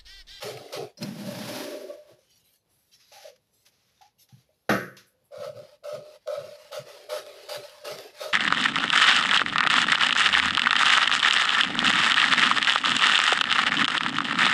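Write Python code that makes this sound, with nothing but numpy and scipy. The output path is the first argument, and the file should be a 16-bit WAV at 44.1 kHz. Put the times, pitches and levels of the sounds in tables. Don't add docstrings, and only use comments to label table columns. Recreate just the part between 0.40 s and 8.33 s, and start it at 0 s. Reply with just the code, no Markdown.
import sys
import numpy as np
from scipy import signal
from scipy.fft import rfft, irfft, next_fast_len
from scipy.io import wavfile
from scipy.ndimage import uniform_filter1d, map_coordinates

SR = 44100
rng = np.random.default_rng(int(sys.argv[2]) if len(sys.argv) > 2 else 0)


def materialize(psi):
    bounded = np.clip(np.atleast_2d(psi).T, -1, 1)
    quanta = np.round(bounded * 32767).astype(np.int16)
    wavfile.write(sys.argv[1], SR, quanta)


def invert_db(x):
    u = np.asarray(x, float) / 20
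    return 10 ** u


N = 349660


def unit(x):
    return x / np.sqrt(np.mean(np.abs(x) ** 2) + 1e-20)


def along(points, hz):
    point_hz, value = np.transpose(points)
    return np.interp(np.log(hz + 1), np.log(point_hz + 1), value)


def curves(rows):
    start, *columns = np.transpose(rows)
    t = np.arange(N) / SR
    is_open = 1.0 * (t >= start[0]) * (t <= start[-1])
    return uniform_filter1d(is_open, size=400), [np.interp(t, start, column) for column in columns]


def filtered(x, response):
    size = next_fast_len(N + SR // 2)
    spectrum = rfft(x, size) * response(np.fft.rfftfreq(size, 1 / SR))
    return irfft(spectrum, size)[..., :x.shape[-1]]


def modes(table):
    def response(f):
        return sum(invert_db(db) * (2j * f * width / (centre ** 2 - f ** 2 + 2j * f * width)) ** 3
                   for centre, width, db in table)
    return response


def fibres(spiky_db, lump_db, lump_hz):
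    sizes = invert_db(spiky_db * rng.exponential(size=N))
    lumps = map_coordinates(rng.standard_normal(2000), [np.arange(N) * lump_hz / SR])
    return rng.standard_normal(N) * sizes * invert_db(lump_db * lumps)


def coloured(x, spectrum):
    return unit(filtered(x, lambda hz: invert_db(along(spectrum, hz))))


def resonated(slips, table):
    return unit(filtered(slips, modes(table)))


def gliding(slips, table, hz, reach_hz):
    near = np.array([np.exp(-((hz - centre) / reach_hz) ** 2) + 1e-3 for centre, _, _ in table])
    rung = np.array([invert_db(db) * resonated(slips, [(centre, width, 0)]) for centre, width, db in table])
    return np.sum(near * rung, axis=0) / np.sqrt(np.sum(near ** 2, axis=0))


def patchy(x, depth_db):
    z = signal.stft(x, nperseg=512)[2]
    patches = uniform_filter1d(rng.standard_normal(z.shape), size=2, axis=0)
    patches = uniform_filter1d(patches, size=14, axis=1)
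    return signal.istft(z * invert_db(depth_db * unit(patches)), nperseg=512)[1][:N]


def swells(start, length, db, swell_db, rise_s, fall_db_per_s):
    t, power = np.arange(N) / SR, np.full(N, 1e-12)
    for begin, lasts, level_db, drift_db in np.broadcast(start, length, db, swell_db):
        span = slice(round(begin * SR), round((begin + lasts) * SR) + SR // 2)
        age = t[span] - begin
        level = level_db + drift_db * np.clip(age / lasts, 0, 1)
        level = level - fall_db_per_s * np.clip(age - lasts, 0, None)
        power[span] += (invert_db(level) * np.clip(age / rise_s, 0, 1)) ** 2
    return 10 * np.log10(power)


def latest(start, values):
    return values[np.clip(np.searchsorted(start, np.arange(N) / SR) - 1, 0, None)]


def power_sum(a_db, b_db):
    return 10 * np.log10(invert_db(a_db) ** 2 + invert_db(b_db) ** 2)


# start_s, length_s, shear_db (before a small trim), table_hum_db, swell_db (over the length)
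CLOSING_STROKES = [(0.018, 0.094, -36, -37, -4.5), (0.321, 0.053, -37, -36, -3),
                   (4.915, 0.14, -61.5, -44, 14), (5.434, 0.12, -52, -37, 3.5),
                   (5.867, 0.09, -52, -34, 4.5), (6.314, 0.055, -42.5, -34, 1),
                   (6.69, 0.091, -41, -34.5, 1.5), (7.084, 0.072, -39, -37, 1),
                   (7.442, .1, -39, -35.5, -3.5), (7.8, 0.086, -41.5, -35, -1.5)]
# start_s, length_s, shear_db (before the trim), table_hum_db, swell_db (hum sags more)
BETWEEN_STROKES = [(0, 0.03, -30, -32, -13), (0.136, 0.18, -49.5, -43.5, -4.5),
                   (0.394, 0.11, -43.5, -31, -20.5), (5.135, 0.22, -56, -39.5, -9),
                   (5.612, 0.15, -60, -45, 2.5), (5.777, 0.11, -74.5, -95, 4), (5.961, 0.2, -52, -37, -2.5),
                   (6.164, 0.14, -53, -44.5, -5.5), (6.448, 0.3, -46, -39, -16),
                   (6.839, .24, -51.5, -44.5, -1.7), (7.201, 0.32, -48.5, -44, -12),
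                   (7.563, 0.15, -41, -38.5, -16.5), (7.71, 0.13, -61.5, -61.5, 23)]
# start_s, length_s, level_db
EDGE_FLEXES = [(0.026, 0.15, -37.5), (0.195, 0.22, -44.5), (0.354, 0.089, -32.5), (4.995, 0.1, -59),
               (5.14, .1, -53), (5.512, 0.094, -47), (5.625, 0.097, -55), (5.984, 0.088, -52),
               (6.344, 0.052, -57), (6.44, 0.24, -53), (6.712, 0.11, -46), (6.803, 0.42, -52.5),
               (7.1, 0.11, -45), (7.434, 0.25, -44.5), (7.799, 0.09, -44.5)]
# start_s, length_s, level_db
TABLE_JOLTS = [(0.031, 0.025, -38), (0.088, 0.12, -46), (0.345, 0.098, -43), (1.701, 0.033, -56),
               (4.975, 0.024, -41), (5.053, 0.18, -47), (5.522, 0.073, -43), (5.961, .14, -48.5),
               (6.38, 0.04, -44.5), (6.778, 0.018, -52), (7.162, 0.044, -52.5), (7.498, 0.058, -45.5),
               (7.857, .04, -61)]
# frequency_hz, relative_db
SHEAR_SPECTRUM = [(440, -14), (750, -38.5), (820, 6), (991, 3), (1280, -10.5), (1620, 2), (2560, -1.5),
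                  (4830, 0.5), (7620, -13.5), (11600, -11.5), (15500, -25)]
# frequency_hz, width_hz, relative_db
BLADE_MODES = [(775, 150, 2.5), (1165, 194, 3.5), (1277, 78, 8), (1360, 237, 4.5)]
# frequency_hz, width_hz, relative_db
TABLE_HUM_MODES = [(520, 23.6, 2.5), (594.5, 33.2, 3.5), (589.6, 74, -3)]
# frequency_hz, width_hz, relative_db
FLAP_MODES = [(322, 49, -15), (410, 82, -3.5), (715, 99, -10.5)]
# frequency_hz, width_hz, relative_db
TABLE_BOOM_MODES = [(126.3, 31.4, 7.5), (175.7, 28, -3)]


def scissors():
    start, length, cut_db, ride_db, swell_db = np.transpose(CLOSING_STROKES)
    close_cut_db = swells(start, length, cut_db, swell_db, rise_s=0.0095, fall_db_per_s=229)
    lead_s = 0.0085
    close_ride_db = swells(start - lead_s, length + lead_s, ride_db, swell_db, rise_s=0.024, fall_db_per_s=229)

    start, length, cut_db, ride_db, swell_db = np.transpose(BETWEEN_STROKES)
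    between_cut_db = swells(start, length, cut_db, swell_db, rise_s=0.04, fall_db_per_s=592)
    between_ride_db = swells(start, length, ride_db, swell_db - 9, rise_s=0.04, fall_db_per_s=592)

    shear_db = power_sum(close_cut_db, between_cut_db)
    hum_db = power_sum(close_ride_db, between_ride_db)
    flap_db = swells(*np.transpose(EDGE_FLEXES), swell_db=-3.5, rise_s=0.025, fall_db_per_s=344)
    boom_db = swells(*np.transpose(TABLE_JOLTS), swell_db=0.5, rise_s=0.018, fall_db_per_s=504)
    blade_db = 0.44 * shear_db + 0.86 * hum_db + 3.66

    slips = fibres(spiky_db=2.5, lump_db=0.5, lump_hz=71.6)
    shear = invert_db(shear_db + 0.75) * coloured(patchy(slips, depth_db=2.8), SHEAR_SPECTRUM)
    blades = invert_db(blade_db) * resonated(slips, BLADE_MODES)
    hum = invert_db(hum_db) * resonated(slips, TABLE_HUM_MODES)
    flap = invert_db(flap_db) * resonated(slips, FLAP_MODES)
    boom = invert_db(boom_db) * resonated(slips, TABLE_BOOM_MODES)
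    return shear + blades + hum + flap + boom


# start_s, level_db, rise_s (time constant), t60_s, tilt_db_per_octave (about 4400 Hz)
PIVOT_SNICKS = [(.172, -34, .0006, .035, -20), (.347, -31, .0006, .03, 3), (.572, -43, .0027, .12, 14),
                (.6265, -24, .0005, .042, -4), (.678, -40, .001, .02, -22)]
# frequency_hz, width_hz, relative_db (before the tilt)
STEEL_MODES = [(2480, 780, -28), (4200, 97, -1), (5120, 320, -8), (5800, 93, -5.5)]


def snicks():
    out, t = np.zeros(N + SR), np.arange(SR // 4) / SR
    for start, db, rise, t60, tilt in PIVOT_SNICKS:
        steel = modes([(hz, width, level + tilt * np.log2(hz / 4400)) for hz, width, level in STEEL_MODES])
        noise = rng.standard_normal(len(t))
        rattle = unit(filtered(noise, lambda f: steel(f) + 0.056 / (1 + (f / 8000) ** 2)))
        envelope = invert_db(db - 60 * t / t60) * (1 - np.exp(-t / rise))
        out[round(start * SR):][:len(t)] += envelope * rattle
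    return out[:N]


# start_s, level_db (before the mix of ring and crack)
KNOCK_BLOWS = [(4.292, -10.5), (4.319, -23)]
# frequency_hz, relative_db (before random scatter), t60_s
STRUCK_TABLE_MODES = [(121.6, 2, 0.47), (189, 3, 0.42), (303.5, -1.5, 0.33), (358, -5.5, 0.45),
                      (494, -12, .4), (644, -1.5, 0.079), (813, -1.5, .2), (1131, -10, 0.42),
                      (1272, -6, 0.43), (1410, -7.5, 0.35), (1626, -13.5, 0.4), (1740, -13.5, 0.35),
                      (1820, -8.5, .36), (1993, -15.5, 0.16), (2280, -26.5, .4), (2760, -11.5, .3)]
# frequency_hz, relative_db
CRACK_SPECTRUM = [(80, -39.5), (126, 6.5), (300, -14), (640, -1), (960, -21.5), (1450, -3.5), (2700, -25),
                  (6000, -28.5), (8300, -53), (11500, -31), (15500, -66.5)]
# frequency_hz, t60_s
ROOM_DECAY = [(100, 0.37), (500, 0.43), (900, 0.18), (1500, 0.46), (4000, 0.33), (12000, 0.5)]


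def knock():
    out, t = np.zeros(N + SR), np.arange(SR) / SR
    mode_width_hz = 13

    def wander():
        return np.cumsum(rng.standard_normal(SR)) * np.sqrt(2 * np.pi * mode_width_hz / SR)

    for start, db in KNOCK_BLOWS:
        ring = sum(invert_db(level + rng.normal(0, 0.88) - 60 * t / t60) * np.sin(2 * np.pi * hz * t + wander())
                   for hz, level, t60 in STRUCK_TABLE_MODES)
        hz, frame_s, z = signal.stft(rng.standard_normal(SR), SR, nperseg=1024)
        shape_db = along(CRACK_SPECTRUM, hz)[:, None] - 60 * frame_s / along(ROOM_DECAY, hz)[:, None]
        shape_db = shape_db + rng.normal(0, 4, (len(hz), 1))
        tail = signal.istft(z * invert_db(shape_db), SR, nperseg=1024)[1][:SR]
        tail = tail / np.std(tail[:900])
        crack = tail * (invert_db(-9.5) + invert_db(-4.0 - 60 * t / 0.025))
        onset = 1 - np.exp(-t / 0.0036)
        out[round(start * SR):][:SR] += invert_db(db) * (invert_db(-12.0) * ring + crack) * onset
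    return out[:N]


# time_s, scrape_db (before a trim), table_hum_db, sheet_drone_db (before mode weighting)
DRAG_LEVELS = [(0.57, -79, -69, -78), (0.622, -46, -40.5, -32.5), (0.72, -53.5, -54.5, -40),
               (0.9, -46, -40.5, -40), (1.19, -41, -41, -39), (1.506, -58.5, -39, -47.5),
               (1.654, -71.5, -58, -81), (1.716, -62.5, -50, -60), (1.826, -84.5, -85, -88)]
# time_s, pitch_hz
DRONE_PITCH = [(.9, 209), (1.5, 395)]
# frequency_hz, relative_db
SCRAPE_SPECTRUM = [(410, -61), (700, 4), (1070, -3), (1120, -7), (1650, -2), (1920, -5.5), (5290, -5.5),
                   (8210, -19), (11100, -11.5), (15500, -23.5)]
# frequency_hz, width_hz, relative_db
OVERTONE_MODE = [(1140, 50, 0)]
# frequency_hz, width_hz, relative_db
DRONE_MODES = [(201, 45.6, 5.5), (289, 55, 3.5), (370.7, 48, 3.5)]


def drag():
    gate, (scrape_db, hum_db, drone_db) = curves(DRAG_LEVELS)
    _, (drone_hz,) = curves(DRONE_PITCH)
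    boom_db = drone_db - 1.5 - 0.4 * np.clip(drone_hz - 272, 0, None)
    slips = fibres(spiky_db=1.5, lump_db=1.0, lump_hz=59.57)
    scrape = invert_db(scrape_db + 3.5) * coloured(slips, SCRAPE_SPECTRUM)
    hum = invert_db(hum_db) * resonated(slips, TABLE_HUM_MODES)
    overtone = invert_db(hum_db - 22) * resonated(slips, OVERTONE_MODE)
    boom = invert_db(boom_db) * resonated(slips, TABLE_BOOM_MODES)
    drone = invert_db(drone_db) * gliding(slips, DRONE_MODES, drone_hz, reach_hz=89.3)
    return gate * (scrape + hum + overtone + boom + drone)


# start_s, length_s, rustle_db, high_hiss_db, crinkle (0 even rasp to 1 patchy, clipped)
FLAP_RUSTLES = [(1.772, 0.12, -68, -76, 0.59), (1.886, 0.12, -63.5, -69, .95),
                (2.033, 0.13, -65.5, -67, .95), (2.286, 0.22, -75.5, -72, 0.38),
                (2.512, 0.039, -55, -63, 0.97), (2.581, 0.17, -63, -72, 0.77),
                (2.708, 0.18, -53, -62, 0.056), (2.893, .065, -70.5, -86, .1),
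                (3.003, 0.11, -81.5, -82, .5), (3.117, 0.12, -70, -71, 1.2), (3.249, 0.014, -55, -60, 0.42),
                (3.305, 0.37, -70.5, -79.5, 0.25), (3.614, 0.057, -65.5, -84.5, 0.079),
                (3.78, 0.05, -58, -62.5, 1.17), (3.877, 0.15, -66.5, -75, 0.65), (4.065, 0.3, -81, -82, .8),
                (4.56, 0.032, -62.5, -67, 0.29), (4.656, 0.038, -88, -65.5, 0.68),
                (4.835, 0.025, -95, -68.5, 0.64)]
# start_s, length_s, level_db (before mode weighting), pitch_hz
FLAP_RINGS = [(1.787, 0.02, -58.5, 520), (2.717, 0.19, -55, 673), (2.843, 0.041, -43, 610),
              (2.906, 0.045, -62, 520), (3.27, .01, -73, 680), (3.609, 0.036, -62, 835),
              (3.894, 0.037, -81, 800), (4.09, 0.0064, -61, 626), (4.702, 0.13, -74.5, 510)]
# frequency_hz, relative_db
RUSTLE_SPECTRUM = [(590, -42), (1000, -8.5), (1380, -6.5), (1480, -5.5), (4490, -4), (6120, -4.5),
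                   (8340, -24.5), (11500, -12), (15500, -33.5)]
# frequency_hz, width_hz, relative_db
RING_MODES = [(511.4, 37, 0.5), (608, 36, -1.5), (809, 59, 10.5)]


def handling():
    start, length, body_db, top_db, crinkle = np.transpose(FLAP_RUSTLES)
    evenness = 1 - np.clip(latest(start, crinkle), 0, 1)
    rustle_db = swells(start, length, body_db, swell_db=-1.5, rise_s=0.023, fall_db_per_s=351)
    hiss_db = swells(start, length, top_db, swell_db=-1.5, rise_s=0.023, fall_db_per_s=351)
    start, length, db, hz = np.transpose(FLAP_RINGS)
    ring_db = swells(start, length, db, swell_db=-1.5, rise_s=0.0021, fall_db_per_s=398.5)
    ring_hz = latest(start, hz)

    slips = fibres(spiky_db=2.5, lump_db=0.8, lump_hz=40.7)
    crinkled = patchy(fibres(spiky_db=2.5, lump_db=1.2, lump_hz=40), depth_db=6.5)
    crinkled = filtered(crinkled, lambda hz: 1 / (1 + (2300 / (hz + 1)) ** 4))
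    paper = np.sqrt(evenness) * unit(slips) + np.sqrt(1 - evenness) * unit(crinkled)
    body = filtered(paper, lambda hz: invert_db(along(RUSTLE_SPECTRUM, hz)) * (hz < 7500))
    top = filtered(paper, lambda hz: invert_db(along(RUSTLE_SPECTRUM, hz)) * (hz >= 7500))
    ring = invert_db(ring_db) * gliding(slips, RING_MODES, ring_hz, reach_hz=109.4)
    return invert_db(rustle_db) * unit(body) + invert_db(hiss_db) * unit(top) + ring


# start_s, level_db (before a fixed trim), t60_s
CREASE_TICKS = [(2.602, -51.5, 0.35), (2.961, -48, .04), (3.262, -45, 0.071), (3.614, -44.5, 0.12),
                (3.889, -50.5, 0.11), (4.568, -37.5, 0.28)]


def creases():
    out, t = np.zeros(N + SR), np.arange(SR // 4) / SR
    paper = coloured(rng.standard_normal(N), RUSTLE_SPECTRUM)
    for start, db, t60 in CREASE_TICKS:
        burst = paper[round(start * SR):][:len(t)]
        out[round(start * SR):][:len(t)] += invert_db(db - 10.5 - 60 * t / t60) * burst
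    return out[:N]


# start_s, level_db (before onset and mode levels), t60_s
PALM_THUDS = [(3.925, -29.5, 0.087), (3.968, -36, 0.072)]


def palm():
    out, t = np.zeros(N + SR), np.arange(SR // 4) / SR
    push = sum(invert_db(level) * np.sin(2 * np.pi * hz * t) for hz, _, level in TABLE_BOOM_MODES)
    for start, db, t60 in PALM_THUDS:
        envelope = invert_db(db - 60 * t / t60) * (1 - np.exp(-t / 0.021))
        out[round(start * SR):][:len(t)] += envelope * push
    return out[:N]


# frequency_hz, relative_db
AIR_SPECTRUM = [(18, -51), (30, 8.5), (48, 18), (108, 11), (315, -6), (479, -2.5), (1440, -16.5),
                (4660, -17), (8720, -28.5), (11300, -16), (15500, -39)]


def room_air():
    return invert_db(-67.5) * coloured(fibres(spiky_db=2.5, lump_db=1.5, lump_hz=14), AIR_SPECTRUM)


def scene():
    paper_and_steel = scissors() + snicks() + drag() + handling() + creases()
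    return (paper_and_steel + knock() + palm() + room_air())[None]


def top_cut(x):
    return signal.sosfilt(signal.butter(12, 16150, fs=SR, output="sos"), x)


def record(dry):
    low_hz, top_hz = 96, 15550
    heard = filtered(dry, lambda hz: (1j * hz / (low_hz + 1j * hz)) ** 3 * (hz < top_hz))
    return top_cut(heard)


dry = scene()
out = record(dry)
materialize(out)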